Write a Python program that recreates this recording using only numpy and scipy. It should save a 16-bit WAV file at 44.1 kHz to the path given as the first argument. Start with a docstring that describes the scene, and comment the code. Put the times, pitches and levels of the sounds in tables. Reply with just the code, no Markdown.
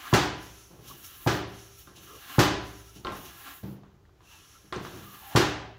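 """A rush of air ends in a thud and a clack: a floor pump is inflating a bicycle tyre in a garage,
close to the microphone. Air is drawn in on each upstroke and rushes through barrel, hose and valve on
each downstroke. Four strokes bottom out; one stops short. The handle rattles, the foot bumps the floor,
the piston seal squeaks faintly and the hard walls ring on over a low, steady room tone."""
import sys
import numpy as np
from scipy import signal
from scipy.fft import rfft, irfft, next_fast_len
from scipy.io import wavfile
from scipy.ndimage import map_coordinates

SR = 44100
rng = np.random.default_rng(int(sys.argv[2]) if len(sys.argv) > 2 else 0)


def generate_wav(sig):
    """Save sig (samples, or channels by samples) to the path in sys.argv[1] as 16-bit PCM at SR."""
    pcm = np.round(np.clip(np.atleast_2d(sig).T, -1, 1) * 32767).astype(np.int16)
    wavfile.write(sys.argv[1], SR, pcm)


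N = 254898
TIME = np.arange(N) / SR
AGE = np.arange(SR) / SR  # seconds into a single event

# The piston hits bottom. Each row: time in seconds, thud, body ring and clack in dB, clack tilt in dB
# an octave, metal ping in dB, rebound delay in seconds, rebound in dB. Levels are relative throughout.
PISTON_STOPS = [(0.128, -10, -26, -17.5, -0.5, -43, 0.0215, -9),
                (1.263, -16, -27, -22.5, -1.4, -65, 0.0095, -19),
                (2.382, -10, -23.5, -17, -0.5, -37.5, 0.015, -13),
                (5.3506, -12.5, -26, -16.5, -1, -40.5, 0.025, -10)]
# The handle is pulled up. Each row: start and end in seconds, inlet port, valve, barrel and hose in dB.
UPSTROKES = [(0.435, 0.692, -56, -63.5, -67, -68), (1.55, 1.843, -55.5, -63, -66, -61),
             (2.672, 3.01, -58, -64, -68, -65), (4.307, 4.7, -60.5, -69.5, -65, -60.5)]
# The handle is pushed down. Each row: start, hardest push and tyre valve shutting in seconds, then
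# inlet port, barrel, hose, surge, valve hiss and its ebb after the push in dB.
DOWNSTROKES = [(-0.25, 0.116, 0.26, -59, -53.5, -55, 8.5, -54.5, 6),
               (0.86, 1.26, 1.37, -61, -63, -60, 4.5, -53, 1),
               (2.038, 2.354, 2.45, -58.5, -61, -58.5, 15, -54, -5),
               (3.158, 3.498, 3.743, -58, -58.5, -59, 9.5, -53.5, 13.5),
               (4.848, 5.365, 5.505, -59.5, -59.5, -59, 9.5, -54.5, 12)]
# The check valve pops open. Each row: time in seconds, inlet port, valve hiss and hose in dB.
VALVE_PUFFS = [(0.883, -53.5, -56.5, -54), (1.047, -50, -50.5, -72), (1.79, -58, -57.5, -60),
               (1.966, -55.5, -67, -55.5), (2.16, -59.5, -64, -68), (2.955, -56.5, -66.5, -57.5),
               (3.17, -69, -54.5, -68), (3.26, -57.5, -69, -53)]
# Handle and rod click in their play. Each row: time in seconds, level in dB, tilt in dB an octave,
# rod ring in dB, contact pitch in Hz, contact level in dB.
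HANDLE_CLICKS = [(1.872, -47, 0, -50.5, 1520, -52), (3.048, -28.5, -1, -36, 4200, -32),
                 (3.0694, -28.5, -1, -35, 3360, -26), (3.121, -46, 15, -37.5, 990, -30),
                 (3.834, -50.5, -2, -61, 795, -40), (4.053, -65.5, 2.5, -85, 1880, -50.5),
                 (4.093, -64, -5, -74, 1206, -51.5), (4.206, -54, 0, -67, 1040, -45),
                 (4.725, -27.5, 0.5, -33, 3250, -26), (4.762, -36.5, -3, -51, 6100, -35),
                 (4.85, -37, 1, -59, 1200, -27.5)]
# The pump rocks on its foot. Each row: time in seconds, bump in dB, plate ring in dB.
FOOT_BUMPS = [(0.706, -43.5, -70), (0.729, -47, -69), (0.787, -44, -64), (0.846, -57, -54),
              (0.898, -45, -65), (1.874, -48.5, -55), (1.967, -46.5, -50), (2.957, -43, -47),
              (3.075, -34.5, -35.5), (3.116, -47, -55), (3.631, -34.5, -27.5), (3.658, -41, -30.5),
              (4.639, -54, -51.5), (4.756, -29.5, -36.5), (4.934, -37, -43), (5.018, -61, -41.5)]
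# The seal squeaks. Each row: start and length in seconds, first and last pitch in Hz, level in dB.
SEAL_SQUEAKS = [(0.022, 0.085, 1313, 1100, -45), (0.891, 0.04, 1120, 1055, -47.5),
                (2.049, 0.15, 1210, 1172, -52), (2.081, 0.118, 435, 390, -50),
                (4.234, 0.2, 2750, 2615, -58.5), (4.295, 0.094, 923, 886, -59.5),
                (4.538, 0.048, 1345, 1350, -54), (4.97, 0.308, 1205, 1148, -53.5),
                (5.161, 0.62, 820, 759, -45)]

# Ringing of the struck parts. Each row: frequency in Hz, level in dB, seconds to fall 60 dB.
BODY_MODES = [(59.56, -15, 1.76), (77.3, -11.5, 0.88), (111.8, -8, 1.14), (124, -13.5, 0.19),
              (141.2, -1, 0.37), (185.4, -7, 0.75), (235, -13, 0.15), (300.4, -3, 0.63), (351, -0.5, 0.28),
              (386, -14.5, 0.45), (395, -12.5, 1.145), (553, -12, 0.67), (592, -8.5, 0.56), (625, -45, 0.4),
              (734, -11.5, 0.68), (821, -3.5, .5), (845, -15.5, 0.26), (1001, -9.5, 0.76),
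              (1110, -8.5, 0.18), (1092, -11.5, 0.28), (1195, -7, 0.48), (1313, -14, 0.44),
              (1623, -22.5, 0.55), (2020, -24, 0.37), (2760, -32, .2), (2996, -17.5, 0.66),
              (4390, -14.5, 0.39)]  # pump and floor together
PING_MODES = [(11530, 0, .27)]  # thin metal on a hard stop
ROD_MODES = [(361.7, -2.5, 0.51), (1020, -9, 0.36), (1062, -1, 0.33), (1200, 0.5, 0.12), (1360, -3, 0.18),
             (1580, -10, 0.37), (1949, -15, 0.34), (3680, -1, 0.03)]
FOOT_PLATE_MODES = [(77, -3.5, 0.21), (125, 3.5, 0.12), (141.6, -10, 0.78), (198, 2, 0.67), (218, -27, 0.1),
                    (317.2, -3.5, 0.38)]
# Resonances of the air passages. Each row: frequency in Hz, width in Hz, level in dB.
PORT_RESONANCES = [(1320, 30, 12.5), (3200, 2200, 2), (5590, 135, 12), (5670, 120, -11.5),
                   (6190, 180, 10.5), (6170, 120, -12), (6820, 460, 4), (10440, 310, 5), (11050, 100, 2),
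                   (11600, 1200, -2.5), (15350, 250, -4)]
BARREL_RESONANCES = [(290, 33, 3.5), (714, 40, 1), (806, 9.9, 9.5), (1055, 13, 10), (1170, 70, 5.5),
                     (1364, 44, 6.5), (1650, 67, 7), (1880, 1100, -3)]
# Colours of the blows, air streams and room tone. Each row: frequency in Hz, spectral level in dB.
THUD_SPECTRUM = [(25, 0.5), (60, -16), (130, 2), (220, -5.5), (340, -16), (500, -13), (750, 0),
                 (1100, -7.5), (2000, -30), (6000, -38), (16000, -72)]
CLACK_SPECTRUM = [(60, -77), (200, -11.5), (330, 6.5), (470, -1.5), (750, -5.5), (1080, -1), (1700, -1),
                  (2250, -6.5), (2950, -5.5), (4600, -8), (6300, -9.5), (8500, -19), (12000, -22.5),
                  (16000, -21.5)]
CLICK_SPECTRUM = [(60, 4.5), (200, -7), (350, 4), (560, -1), (1000, 3), (1450, -0.5), (2200, -8.5),
                  (3600, -9), (6000, -19.5), (9000, -27.5), (16000, -44.5)]
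BUMP_SPECTRUM = [(25, -30), (60, -21.5), (120, 4), (200, -9), (270, -4.5), (360, -3), (520, -13.5),
                 (1100, -19), (2000, -30), (6000, -35.5), (16000, -79)]
VALVE_SPECTRUM = [(3000, -49), (7000, -4), (8500, -14), (9500, -3.5), (11300, 1.5), (13200, 1),
                  (15200, 5.5), (16000, -6)]
HOSE_SPECTRUM = [(1200, -75), (2200, -8), (2900, 7), (3400, 1.5), (3900, 1), (5000, -7.5), (6500, -5),
                 (8500, -18), (16000, -47)]
ROOM_TONE_SPECTRUM = [(25, -5.5), (70, 3), (130, -4.5), (240, -16), (370, -9), (520, -19), (1100, -22.5),
                      (2500, -31.5), (7000, -36.5), (8200, -46.5), (16000, -41)]
# Echoes off the nearby bench, cabinet and wall. Each row: delay in milliseconds, level in dB.
NEAR_ECHOES = [(1.3, -62.5), (2.1, -34), (3.7, -35), (5.9, -25.5), (8.3, -14)]
# The garage's reverberation. Each row: frequency in Hz, seconds to fall 60 dB.
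GARAGE_DECAY = [(60, 0.71), (160, 0.72), (420, 0.65), (1100, 0.61), (2900, 0.67), (5500, 0.53), (8000, .42),
                (14000, 0.24)]


def piston_stops():
    """The rubber stop thuds and squashes flat, the hard parts clack, the pump kicks back and rings."""
    out = np.zeros(N)
    for s, thud_db, body_db, clack_db, tilt, ping_db, rebound_s, rebound_db in PISTON_STOPS:
        thud = blow(THUD_SPECTRUM, rise=0.0012, t60=0.04, room_db=-11.5, room_rise=0.03)
        add(out, s, amp(thud_db) * (amp(-2.5) * thud + amp(1) * rubber_bounces()))
        add(out, s, -amp(rebound_db) * pressure_swing(width_s=0.0011, delay_s=rebound_s))
        squashed = s + 0.0085
        add(out, squashed, amp(body_db) * ring(BODY_MODES, rise=0.0019, blur=0.13))
        clack = blow(tilted(CLACK_SPECTRUM, tilt), rise=0.00061, t60=0.087, room_db=-2, room_rise=0.0069)
        add(out, squashed, amp(clack_db) * clack)
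        add(out, squashed, amp(ping_db) * ring(PING_MODES, rise=0.002, blur=0.51))
    return out


def rubber_bounces(width_s=0.0017, first_s=0.00407, interval_s=0.00422, loss_db=2):
    """The rubber stop rebounds, each swing opposite to the last and weaker."""
    return sum((-1) ** k * amp(-loss_db * k) * pressure_swing(width_s, first_s + k * interval_s)
               for k in range(8))


def pressure_swing(width_s, delay_s):
    """One pulse of pressure as the rubber squashes and springs back."""
    u = (AGE - delay_s) / width_s
    return (1 - 2 * u ** 2) * np.exp(-u ** 2)


def air(flutter_db=1.3):
    """Turbulence in inlet port, tyre valve, barrel and hose flutters as the seal drags unevenly."""
    port_flow, valve_flow, barrel_flow, hose_flow = air_flows()
    flutter = amp(flutter_db * wobble(40, N))
    port = amp(flutter_db * wobble(22.12, N)) * port_flow * resonant_noise(PORT_RESONANCES)
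    valve = amp(flutter_db * wobble(26.11, N)) * valve_flow * noise(VALVE_SPECTRUM, N)
    barrel = flutter * barrel_flow * resonant_noise(BARREL_RESONANCES)
    hose = flutter * hose_flow * noise(HOSE_SPECTRUM, N)
    return amp(2.5) * (port + valve + barrel) + hose


def air_flows():
    """Gains of the streams in port, valve, barrel and hose, summed in power over strokes and puffs."""
    port, valve, barrel, hose = [], [], [], []
    for start, end, port_db, valve_db, barrel_db, hose_db in UPSTROKES:
        sag_db = 6 * travel(start, end)  # the pull slows towards the top
        pull = gate(start, end) - sag_db
        port.append(port_db + pull)
        valve.append(valve_db + pull)
        barrel.append(barrel_db + pull)
        hose.append(hose_db + pull - sag_db)
    for start, peak, shut, port_db, barrel_db, hose_db, surge_db, valve_db, ebb_db in DOWNSTROKES:
        stroke = gate(start, peak)
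        depth = travel(start, peak)
        surge = surge_db * np.exp(-((TIME - peak) / 0.11) ** 2)  # swells around the hardest push
        pressure_db = 7.5 * (depth - 1) + 0.19 * surge - ebb_db * travel(peak, shut)
        port.append(port_db + stroke - 7.5 * depth)  # draws less as the piston goes down
        valve.append(valve_db + pressure_db + gate(start, shut, fall=330))
        barrel.append(barrel_db + stroke + surge)
        hose.append(hose_db + stroke + 0.63 * surge)
    for s, port_db, valve_db, hose_db in VALVE_PUFFS:
        puff = gate(s, s, rise=700, fall=188)
        port.append(port_db + puff)
        valve.append(valve_db + puff)
        hose.append(hose_db + puff)
    silence_db = -140
    return [np.sqrt(sum(amp(np.maximum(db, silence_db)) ** 2 for db in stream))
            for stream in (port, valve, barrel, hose)]


def handle_rattle():
    """Sharp light clicks as the rod shifts in its guide: the contact snaps and the rod rings."""
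    out = np.zeros(N)
    for s, db, tilt, rod_db, contact_hz, contact_db in HANDLE_CLICKS:
        click = blow(tilted(CLICK_SPECTRUM, tilt), rise=0.0005, t60=0.011, room_db=-13, room_rise=0.0026)
        rod = ring(ROD_MODES, rise=0.00067, blur=0.74)
        snap = ring([(contact_hz, 0, 0.01)], rise=0.00027, blur=4.4, scatter_db=0)
        add(out, s, amp(db + 4) * click + amp(rod_db - 4) * rod + amp(contact_db) * snap)
    return out


def foot_bumps():
    """The pump's foot bumps dully on the concrete; its plate rings low."""
    out = np.zeros(N)
    for s, db, plate_db in FOOT_BUMPS:
        bump = blow(BUMP_SPECTRUM, rise=0.0041, t60=0.082, room_db=-6, room_rise=0.013)
        plate = ring(FOOT_PLATE_MODES, rise=0.002, blur=0.32)
        add(out, s, amp(db) * bump + amp(plate_db - 9) * plate)
    return out


def seal_squeaks():
    """The greased piston seal gives short, unsteady, breathy squeaks."""
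    out = np.zeros(N)
    for s, length, start_hz, end_hz, db in SEAL_SQUEAKS:
        progress = np.clip(AGE / length, 0, 1)
        hz = start_hz + (end_hz - start_hz) * progress + 85 * wobble(342, SR)
        envelope = amp(db + 2.5 * wobble(120, SR)) * np.sin(np.pi * progress)
        add(out, s, envelope * np.sin(2 * np.pi * np.cumsum(hz) / SR))
    return out


def near_surfaces(x, above_hz):
    """Small hard surfaces near the pump throw back the short waves and comb the treble."""
    echoes = lambda hz: sum(amp(db) * np.exp(-2j * np.pi * hz * ms / 1000) for ms, db in NEAR_ECHOES)
    highpass = lambda hz: (1j * hz / (above_hz + 1j * hz)) ** 2
    return filtered(x, lambda hz: 1 + echoes(hz) * highpass(hz))


def garage_tail(spectrum):
    """Farther off, the hard walls ring on after a blow; the treble dies first."""
    hz, t, bands = signal.stft(noise(spectrum, SR), SR, nperseg=512)
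    decay = amp(-60 * t / along(GARAGE_DECAY, hz)[:, None])
    return signal.istft(bands * decay, SR, nperseg=512)[1][:SR]


def room_tone():
    """The garage's low, steady background."""
    return amp(-59) * noise(ROOM_TONE_SPECTRUM, N)


def blow(spectrum, rise, t60, room_db, room_rise):
    """An impact's burst of noise, then the garage's answer; rises and t60 are in seconds."""
    burst = noise(spectrum, SR) * amp(-60 * AGE / t60) * onset(rise)
    return burst + amp(room_db) * garage_tail(spectrum) * onset(room_rise)


def ring(modes, rise, blur, scatter_db=2):
    """Struck modes of alternating sign; strengths scatter and phases wander by about blur radians."""
    out = np.zeros(SR)
    for k, (hz, db, t60) in enumerate(modes):
        phase = 2 * np.pi * hz * AGE + blur * wobble(24.5, SR) * onset(t60 / 10)
        struck_db = db + scatter_db * rng.standard_normal()
        out += (-1) ** k * amp(struck_db - 60 * AGE / t60) * np.sin(phase)
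    return out * onset(rise)


def noise(spectrum, size):
    """Coloured noise of rms 1."""
    gain = amp(along(spectrum, np.fft.rfftfreq(size, 1 / SR)))
    return unit(irfft(rfft(rng.standard_normal(size)) * gain, size))


def resonant_noise(peaks):
    """Noise of rms 1 through a set of resonances."""
    def response(f):
        power = sum(amp(db) ** 2 * (f * width) ** 2 / ((hz ** 2 - f ** 2) ** 2 + (f * width) ** 2)
                    for hz, width, db in peaks)
        return np.sqrt(power)
    return unit(filtered(rng.standard_normal(N), response))


def gate(start, end, rise=188, fall=73):
    """Flow level in dB: full from start to end, building and dying by rise and fall dB a second."""
    return -rise * np.maximum(start - TIME, 0) - fall * np.maximum(TIME - end, 0)


def travel(start, end):
    """Progress from start to end, 0 to 1."""
    return np.clip((TIME - start) / (end - start), 0, 1)


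def onset(seconds):
    """An attack from 0 to 1 with this time constant."""
    return 1 - np.exp(-AGE / seconds)


def wobble(rate, size):
    """A smooth random curve, rate knots a second."""
    return map_coordinates(rng.standard_normal(size), [np.arange(size) * rate / SR])


def tilted(spectrum, slope):
    """A spectrum tilted by slope dB an octave, pivoting at 1 Hz."""
    return [(hz, db + slope * np.log2(hz)) for hz, db in spectrum]


def along(points, hz):
    """(Hz, value) points read on a log axis."""
    knots_hz, values = np.transpose(points)
    return np.interp(np.log(hz + 1), np.log(knots_hz + 1), values)


def filtered(x, response):
    """x through a frequency response."""
    size = next_fast_len(N + SR)
    return irfft(rfft(x, size) * response(np.fft.rfftfreq(size, 1 / SR)), size)[..., :N]


def add(track, s, sound):
    """Mix a sound into the track at s seconds."""
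    span = track[max(round(s * SR), 0):][:len(sound)]
    span += sound[:len(span)]


def amp(db):
    """Decibels to gain."""
    return 10 ** (np.asarray(db) / 20)


def unit(x):
    """Scale to rms 1."""
    return x / np.sqrt(np.mean(x ** 2) + 1e-20)


def scene():
    """The pump close by, the garage's room tone behind it, in mono."""
    pump = piston_stops() + handle_rattle() + foot_bumps() + seal_squeaks() + air()
    return (near_surfaces(pump, above_hz=710) + room_tone())[None]


def record(dry):
    """The microphone loses the deep bass and keeps nothing above its band limit."""
    low_hz, top_hz = 45, 15780
    bass_loss = lambda hz: -hz ** 2 / (low_hz ** 2 - hz ** 2 + 1j * np.sqrt(2) * low_hz * hz)
    return filtered(dry, lambda hz: bass_loss(hz) * (hz < top_hz))


dry = scene()
out = record(dry)
generate_wav(out)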